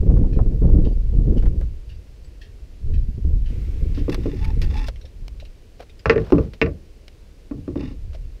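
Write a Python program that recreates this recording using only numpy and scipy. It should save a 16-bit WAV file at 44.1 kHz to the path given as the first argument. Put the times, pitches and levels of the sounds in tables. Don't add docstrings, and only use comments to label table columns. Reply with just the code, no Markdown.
import sys
import numpy as np
from scipy import signal
from scipy.fft import rfft, irfft
from scipy.io import wavfile
from scipy.ndimage import uniform_filter1d, minimum_filter1d

SR = 44100
rng = np.random.default_rng(int(sys.argv[2]) if len(sys.argv) > 2 else 0)


def persist_wave(psi):
    counts = np.round(np.clip(psi, -1, 1) * 32767).astype(np.int16)
    wavfile.write(sys.argv[1], SR, np.atleast_2d(counts).T)


N = 370440

# (frequency [Hz], level [dB])
YARD_SPECTRUM = [(60, 0), (450, -0.5), (800, -15.5), (1300, -19), (2700, -16.5), (3400, -20), (4800, -19.5),
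                 (7000, -25.5), (15000, -34.5)]
# (frequency [Hz], level [dB])
THIN_HISS_SPECTRUM = [(1800, 1.5), (2150, 7.5), (3100, 0.5), (5000, -3.5), (12000, -16.5), (14200, -10),
                      (15200, -22)]
# (time [s], starting pitch [Hz])
BIRD_CHIRPS = [(.86, 4800), (.91, 4750), (1.93, 4780), (2.235, 8000)]
# (frequency [Hz], level [dB])
MAST_MODES = [(1790, -1.5), (2700, -0.5), (2960, -2.5), (3910, -9), (4600, -7.5)]
LINE_TAPS = [-56.5, -54, -56, -55.5, -51, -55.5, -54, -54]
# (time [s], level [dB], base frequency [Hz])
FITTING_CLINKS = [(2.245, -63, 4860), (4.959, -54.5, 2170), (5.013, -55, 4080), (5.053, -54, 3920),
                  (5.4, -49.5, 2810), (5.451, -54, 2900), (5.896, -55.5, 2600), (5.993, -53.5, 5100)]
FITTING_RATIOS = [0.97, 1.4]

# (frequency [Hz], level [dB])
TICK_SPECTRUM = [(300, -73), (900, -17.5), (1600, 2), (2400, 5), (5500, 0), (7000, -14.5), (15000, -22.5)]
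# (frequency [Hz], level [dB])
TOCK_SPECTRUM = [(250, -2.5), (500, 12), (850, -2), (1400, -3.5), (9000, -34.5)]
# (time [s], length [s], swish level [dB], sole level [dB])
SCUFF_STROKES = [(3.942, 0.081, -50.5, -70), (5.793, 0.05, -52, -43), (6.187, 0.3, -57.5, -44.5),
                 (8.129, 0.036, -51.5, -51)]
# (time [s], level [dB], resonance [Hz])
FOOTSTEPS = [(5.045, -50.5, 494), (5.422, -48, 560), (5.8, -46, 670), (8.143, -44.5, 560)]
# (time [s], tick level [dB], tock level [dB], t60 [s])
LIGHT_TAPS = [(1.381, -52, -40, 0.03), (1.425, -58, -39.5, 0.092), (1.457, -56, -39, 0.094),
              (1.612, -64, -40.5, 0.1), (4.096, -40, -34, 0.037), (4.145, -36.5, -33, 0.036),
              (4.617, -34.5, -43, 0.082), (4.884, -38.5, -33, 0.041), (5.281, -44.5, -47.5, 0.01),
              (6.535, -46, -46.5, 0.063), (7.081, -46, -55, 0.019)]

# (frequency [Hz], level [dB])
RUMBLE_SPECTRUM = [(8, -20), (22, 3.5), (40, 1.5), (60, -1), (130, -17), (300, -41), (1500, -110)]
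# (frequency [Hz], level [dB])
FLUTTER_SPECTRUM = [(40, -13.5), (110, 0), (330, -11.5), (480, -16), (650, -33.5), (1000, -46.5),
                    (12000, -100)]
# (time of full strength [s], hold [s], rumble level [dB], flutter level [dB])
WIND_GUSTS = [(0, 0.24, -14.5, -20.5), (0.349, 0.18, -15.5, -24), (0.64, 0.19, -11, -19.5),
              (0.925, .12, -17.5, -37.5), (1.171, 0.018, -12.5, -24), (1.303, 0.046, -14.5, -19.5),
              (1.4, 0.16, -15, -26.5), (1.902, 0.0094, -30.5, -61), (2.883, 0.11, -16, -40),
              (3.271, 0.059, -14, -37), (3.525, 0.7, -23, -38.5), (3.845, 0.018, -15, -29),
              (4.408, 0.36, -18, -34.5), (5.186, 0.25, -33.5, -86), (7.905, 0.37, -30.5, -75)]
# (time [s], level [dB], cutoff [Hz])
WIND_POPS = [(0.099, -29.5, 575), (0.121, -35, 584), (.167, -46, 1070), (.238, -38, 735), (0.387, -29, 770),
             (.639, -32, 650), (.688, -29.5, 524), (0.863, -24, 390), (.908, -33, 392), (1.133, -34, 396),
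             (2.926, -27, 200), (3.079, -25, 186), (3.175, -25, 267), (3.242, -30.5, 250),
             (3.497, -27, 220)]

# (frequency [Hz], level [dB], t60 [s])
BOARD_MODES = [(261.7, 7, 0.096), (285.3, 3, 0.19), (359.2, -5.5, 0.1), (424.4, -2, 0.057),
               (447.5, -5, 0.12), (510.4, -11, 0.072), (634, -12.5, 0.09), (845, 5.5, 0.1),
               (1064, 2, 0.096), (1159, -1.5, .14), (1352, -0.5, 0.078), (1478, -2, 0.09),
               (1720, -1.5, 0.05), (1836, 3.5, 0.061), (2006, 1.5, 0.051), (2237, 5, 0.027),
               (2485, 7.5, 0.038), (2714, 6, 0.045)]
# (frequency [Hz], level [dB])
PANEL_SPECTRUM = [(120, -62.5), (240, 4), (450, 4), (640, -6.5), (800, -20), (1100, -11.5), (2000, -23.5),
                  (2720, -16), (3100, -27), (5300, -21.5), (7000, -26), (15000, -49.5)]
# (frequency [Hz], t60 [s])
PANEL_DECAY = [(60, 0.36), (250, 0.27), (2000, 0.14), (8000, 0.078)]
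# (frequency [Hz], level [dB])
DECK_SPECTRUM = [(25, -27.5), (50, -4), (170, -10), (230, -14.5), (400, -47), (3000, -110)]
# (frequency [Hz], level [dB])
GROOVE_SPECTRUM = [(400, -42), (900, -15), (1350, -18), (1700, -22.5), (2400, -11.5), (3100, -18),
                   (5200, -16), (7000, -29.5), (14500, -33)]
# (frequency [Hz], level [dB])
EDGE_RESONANCES = [(1850, 6), (2750, 7), (3550, 5.5)]
# (time [s], length [s], level [dB], emphasis [Hz])
EDGE_CATCHES = [(4.442, .012, -42, 1980), (4.622, 0.031, -47, 1740), (4.766, 0.029, -41.5, 2470),
                (4.869, .018, -44.5, 4700)]
# (time [s], length [s], level [dB], cutoff [Hz])
BOARD_PULLS = [(4.116, 0.034, -37.5, 14000), (4.137, 0.39, -50, 8040), (4.613, 0.282, -45.5, 8550),
               (7.75, 0.19, -48.5, 5850)]
# (time [s], length [s], pitch [Hz], level [dB])
BOARD_SQUEAKS = [(4.389, 0.15, 872, -43), (4.72, 0.12, 865, -41.5)]
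# (time [s], level [dB], body emphasis [Hz], rebound delay [s])
BOARD_BUMPS = [(3.975, -27, 310, 0.038), (4.081, -20, 354, 0.098), (4.257, -21.5, 356, 0.07),
               (7.511, -25, 277, 0.069), (7.678, -24.5, 332, 0.023), (7.757, -22, 340, 0.025),
               (7.829, -28, 252, 0.045), (7.908, -41, 172, 0.031)]
# (body change [dB], crack change [dB], thud change [dB])
REBOUND_DB = (-10, -23, -4)
# (time [s], body level [dB], crack level [dB], thud level [dB], body emphasis [Hz], crack emphasis [Hz])
BOARD_LANDINGS = [(6.057, -23, -22.5, -17, 580, 1490), (6.096, -10, -14.5, -22.5, 500, 1840),
                  (6.131, -26, -41.5, -30, 520, 1790), (6.159, -15, -36.5, -23, 464, 1830),
                  (6.179, -24, -34.5, -22, 490, 1770), (6.322, -7.5, -29, -11.5, 364, 1090),
                  (6.382, -19, -37, -20.5, 502, 1107), (6.615, -17.5, -19.5, -17, 367, 2350),
                  (6.624, -19, -28, -21.5, 450, 2150), (6.661, -26.5, -38.5, -25.5, 530, 1900)]

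SPLIT_HZ = 740


def amp(db):
    return 10 ** (np.asarray(db) / 20)


def unit(x):
    return x / np.sqrt(np.mean(x ** 2) + 1e-20)


def struck(x, size=1024):
    return x / np.sqrt(np.sum(x ** 2) / size + 1e-20)


def read(points, hz):
    f, value = np.transpose(points)
    return np.interp(np.log(hz + 1), np.log(f + 1), value)


def add(mix, s, sound):
    part = mix[max(round(s * SR), 0):][:len(sound)]
    part += sound[:len(part)]


def colour(x, spectrum):
    gain = amp(read(spectrum, np.fft.rfftfreq(len(x), 1 / SR)))
    return unit(irfft(rfft(x) * gain, len(x)))


def noise(spectrum, size):
    phases = np.exp(2j * np.pi * rng.random(size // 2 + 1))
    return colour(irfft(phases, size), spectrum)


def drift(hz, size):
    f = np.fft.rfftfreq(size, 1 / SR)
    return unit(irfft(rfft(rng.standard_normal(size)) * np.exp(-(f / hz) ** 2), size))


def filtered(x, hz, kind, order=4):
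    return signal.sosfilt(signal.butter(order, hz, kind, fs=SR, output="sos"), x)


def resonate(x, hz, width_hz):
    carrier = np.exp(2j * np.pi * np.cumsum(hz * np.ones(len(x))) / SR)
    pole = np.exp(-np.pi * width_hz / SR)
    return 2 * (carrier * signal.lfilter([(1 - pole) ** 2], np.poly([pole, pole]), x / carrier)).real


def emphasise(x, hz, gain_db):
    return struck(x + amp(gain_db) * signal.lfilter(*signal.iirpeak(hz, 3, SR), x))


def decay(t, t60):
    return np.exp(-np.log(1000) * t / t60)


def yard(level_db=-54):
    return amp(level_db) * noise(YARD_SPECTRUM, N)


def thin_hiss(start_s=3.43, length_s=1.5, level_db=-57):
    out, size = np.zeros(N), int(length_s * SR)
    add(out, start_s, amp(level_db) * noise(THIN_HISS_SPECTRUM, size) * signal.windows.tukey(size, 0.1))
    return out


def birds(length_s=0.045, fall_hz_per_s=5000, level_db=-63):
    out, t = np.zeros(N), np.arange(int(length_s * SR)) / SR
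    for s, hz in BIRD_CHIRPS:
        cycles = np.cumsum(hz - fall_hz_per_s * t) / SR
        add(out, s, amp(level_db) * np.sin(2 * np.pi * cycles) * np.hanning(len(t)))
    return out


def rigging(first_s=0.325, every_s=0.522, slap_db=-0.5, attack_s=0.0018, detune=0.047, vary_db=3):
    out, t = np.zeros(N), np.arange(16384) / SR
    for k, tap_db in enumerate(LINE_TAPS):
        slap = noise(TICK_SPECTRUM, len(t)) * decay(t, t60=0.21) * (1 - np.exp(-t / attack_s))
        clank = np.zeros(len(t))
        for hz, db in MAST_MODES:
            gain = amp(db + vary_db * rng.standard_normal())
            clank += gain * resonate(slap, hz * (1 + detune * rng.standard_normal()), width_hz=330)
        add(out, first_s + k * every_s, amp(tap_db) * (amp(slap_db) * struck(slap) + struck(clank)))
    return out


def fittings(contact_db=2.5):
    out, t = np.zeros(N), np.arange(8192) / SR
    for s, db, hz in FITTING_CLINKS:
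        contact = noise(TICK_SPECTRUM, len(t)) * decay(t, t60=0.079)
        ringing = sum(resonate(contact, hz * ratio, width_hz=700) for ratio in FITTING_RATIOS)
        add(out, s, amp(db) * struck(struck(ringing) + amp(contact_db) * struck(contact)))
    return out


def scuffs(swish_trim_db=-1, grain_db=3, attack_s=0.0045):
    out = np.zeros(N)
    for s, length, swish_db, sole_db in SCUFF_STROKES:
        size = int(length * SR)
        t = np.arange(size) / SR
        stroke = (1 - np.exp(-(t / attack_s) ** 2)) * np.sqrt(1 - (t / length) ** 2)
        swish = amp(swish_db + swish_trim_db) * noise(TICK_SPECTRUM, size)
        sole = amp(sole_db) * noise(TOCK_SPECTRUM, size)
        add(out, s, (swish + sole) * amp(grain_db * drift(300, size)) * stroke)
    return out


def steps():
    out, t = np.zeros(N), np.arange(8192) / SR
    for s, db, hz in FOOTSTEPS:
        push = rng.standard_normal(len(t)) * decay(t, t60=0.057)
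        add(out, s, amp(db) * struck(resonate(push, hz, width_hz=200)))
    return out


def ticks(tick_trim_db=-4, tock_trim_db=-3):
    out, t = np.zeros(N), np.arange(8192) / SR
    for s, tick_db, tock_db, t60 in LIGHT_TAPS:
        tick = struck(noise(TICK_SPECTRUM, len(t)) * decay(t, t60))
        tock = struck(noise(TOCK_SPECTRUM, len(t)) * decay(t, t60))
        add(out, s, amp(tick_db + tick_trim_db) * tick + amp(tock_db + tock_trim_db) * tock)
    return out


def gust(t, full_s, hold_s, fall_db_per_s, rise_s=0.12):
    rise = np.clip((t - full_s) / rise_s + 1, 0, 1) ** 2
    return rise * amp(-fall_db_per_s * np.maximum(t - full_s - hold_s, 0))


def wind(rumble_trim_db=1, surge_db=1.5, lump_db=3.5, steadiness=0.62, shelter_s=4.4):
    t = np.arange(N) / SR
    surge = surge_db * drift(23, N)
    eddies = noise(RUMBLE_SPECTRUM, N)
    power = uniform_filter1d(eddies ** 2, 4096) + 1e-9
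    rumble = unit(eddies / power ** (steadiness / 2) * amp(surge))
    flutter = unit(noise(FLUTTER_SPECTRUM, N) * amp(surge + lump_db * drift(54, N)))
    rumble_gain = amp(np.interp(t, [shelter_s, shelter_s + 1], [-39.5, -45]))
    flutter_gain = np.zeros(N)
    for s, hold, rumble_db, flutter_db in WIND_GUSTS:
        rumble_gain = np.maximum(rumble_gain, amp(rumble_db) * gust(t, s, hold, fall_db_per_s=75))
        flutter_gain = np.maximum(flutter_gain, amp(flutter_db) * gust(t, s, hold, fall_db_per_s=144.5))
    out = amp(rumble_trim_db) * rumble_gain * rumble + flutter_gain * flutter
    pop_t = t[:4096]
    for s, db, cutoff_hz in WIND_POPS:
        attack = np.minimum(pop_t * cutoff_hz, 1)
        burst = rng.standard_normal(len(pop_t)) * decay(pop_t, t60=0.076) * attack
        add(out, s, amp(db) * struck(filtered(burst, cutoff_hz, "low")))
    return out * signal.windows.tukey(N, 0.002)


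def board_modes(t):
    hz, db, t60 = np.transpose(BOARD_MODES)[:, :, None]
    return amp(db) * np.sin(2 * np.pi * hz * t) * decay(t, t60)


def panel_ring(spectrum, t):
    hz, frame_s, bands = signal.stft(noise(spectrum, len(t)), SR, nperseg=256)
    damped = bands * decay(frame_s, read(PANEL_DECAY, hz)[:, None])
    return signal.istft(damped, SR, nperseg=256)[1][:len(t)]


def catches(judder_hz=260, uneven=0.4):
    out, t = np.zeros(N), np.arange(4096) / SR
    for s, length, db, hz in EDGE_CATCHES:
        cycles = np.cumsum(judder_hz * np.exp(uneven * drift(400, len(t)))) / SR
        slips = np.diff(np.floor(cycles), prepend=-1) * (t < length) * rng.uniform(0.25, 1, len(t))
        wood = emphasise(noise(GROOVE_SPECTRUM, len(t)) * decay(t, t60=0.016), hz, gain_db=9)
        add(out, s, amp(db) * struck(signal.fftconvolve(slips, wood)))
    return out


def squeaks(waver=0.032, tremble_db=3.2):
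    out = np.zeros(N)
    for s, length, hz, db in BOARD_SQUEAKS:
        size = int(length * SR)
        cycles = np.cumsum(hz * (1 + waver * drift(190, size))) / SR
        envelope = amp(db + tremble_db * drift(110, size)) * signal.windows.tukey(size, 0.6)
        add(out, s, envelope * np.sin(2 * np.pi * cycles))
    return out


def slides(trim_db=-1, slips_per_s=450, spread_db=5, clump_db=4, wander=0.016, at_rest_db=-5):
    out, modes = np.zeros(N), board_modes(np.arange(8192) / SR)
    low = np.transpose(BOARD_MODES)[0] < SPLIT_HZ
    for s, length, db, cutoff_hz in BOARD_PULLS:
        size = int(length * SR)
        speed = np.minimum(np.linspace(0, 1, size) / 0.45, 1)
        slips = (rng.random(size) < slips_per_s / SR) * rng.choice([-1, 1], size)
        strength = amp(spread_db * np.minimum(rng.exponential(1, size), 4))
        grit = unit(slips * strength) + 0.99 * rng.standard_normal(size)
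        rub = grit * amp(clump_db * drift(70, size))
        hum = unit(signal.oaconvolve(rub, modes[low].sum(0))[:size])
        ringing = unit(signal.oaconvolve(rub, modes[~low].sum(0))[:size])
        shift = 1 + wander * drift(4.2, size)
        edge = unit(sum(amp(mode_db) * resonate(rub, hz * shift, width_hz=340)
                        for hz, mode_db in EDGE_RESONANCES))
        hiss = colour(rub, GROOVE_SPECTRUM)
        scrape = amp(-2) * hiss + amp(-5) * edge + amp(3) * hum + amp(-3) * ringing
        envelope = amp(db + trim_db + at_rest_db * (1 - speed)) * signal.windows.tukey(size, 0.15)
        add(out, s, filtered(scrape, cutoff_hz, "low", order=2) * envelope)
    return out


def hits(crack_offset_db=-25.5, thud_offset_db=-2.5, crack_hz=1150):
    for s, db, body_hz, delay in BOARD_BUMPS:
        levels = db + np.array([0, crack_offset_db, thud_offset_db])
        yield s, *levels, body_hz, crack_hz
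        yield s + delay, *(levels + REBOUND_DB), body_hz, crack_hz
    yield from BOARD_LANDINGS


def knocks(vary_db=1.5, focus_octaves=0.37, body_rise_s=0.0033, deck_rise_s=0.011, top_hz=5000):
    out, t = np.zeros(N), np.arange(24576) / SR
    mode_hz = np.transpose(BOARD_MODES)[0]
    low = mode_hz < SPLIT_HZ
    for s, body_db, crack_db, thud_db, body_hz, crack_hz in hits():
        sign = np.where(low, 1, rng.choice([-1, 1], len(low)))
        share = amp(vary_db * rng.standard_normal(len(low)))
        modes = (sign * share)[:, None] * board_modes(t)
        focus = low * np.exp(-(np.log2(mode_hz / body_hz) / focus_octaves) ** 2)
        contact = struck(noise(PANEL_SPECTRUM, len(t)) * decay(t, t60=0.022))
        wash = struck(panel_ring(PANEL_SPECTRUM, t)) + amp(2) * contact
        body = struck(focus @ modes) + amp(-5) * struck(filtered(wash, SPLIT_HZ, "low"))
        body = emphasise(body * (1 - np.exp(-t / body_rise_s)), body_hz, gain_db=3)
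        high_ring = struck(filtered(modes[~low].sum(0), 4200, "low"))
        crack = high_ring + amp(-0.5) * struck(filtered(wash, SPLIT_HZ, "high"))
        crack = filtered(crack, top_hz, "low")
        crack = emphasise(crack, crack_hz, gain_db=13)
        thud = struck(panel_ring(DECK_SPECTRUM, t) * (1 - np.exp(-t / deck_rise_s)))
        add(out, s, amp(body_db) * body + amp(crack_db) * crack + amp(thud_db) * thud)
    return out


def scene():
    air = wind() + yard() + birds()
    hatch = knocks() + ticks() + fittings() + slides() + squeaks() + catches()
    return (air + hatch + scuffs() + thin_hiss() + steps() + rigging())[None]


def record(dry, ceiling=0.93, cutoff_hz=15700):
    gain = minimum_filter1d(ceiling / np.maximum(abs(dry), ceiling), 129)
    limited = dry * uniform_filter1d(gain, 129)
    low_pass = signal.firwin(511, cutoff_hz, window=("kaiser", 9), fs=SR)
    return signal.oaconvolve(limited, low_pass[None], "same")


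dry = scene()
out = record(dry)
persist_wave(out)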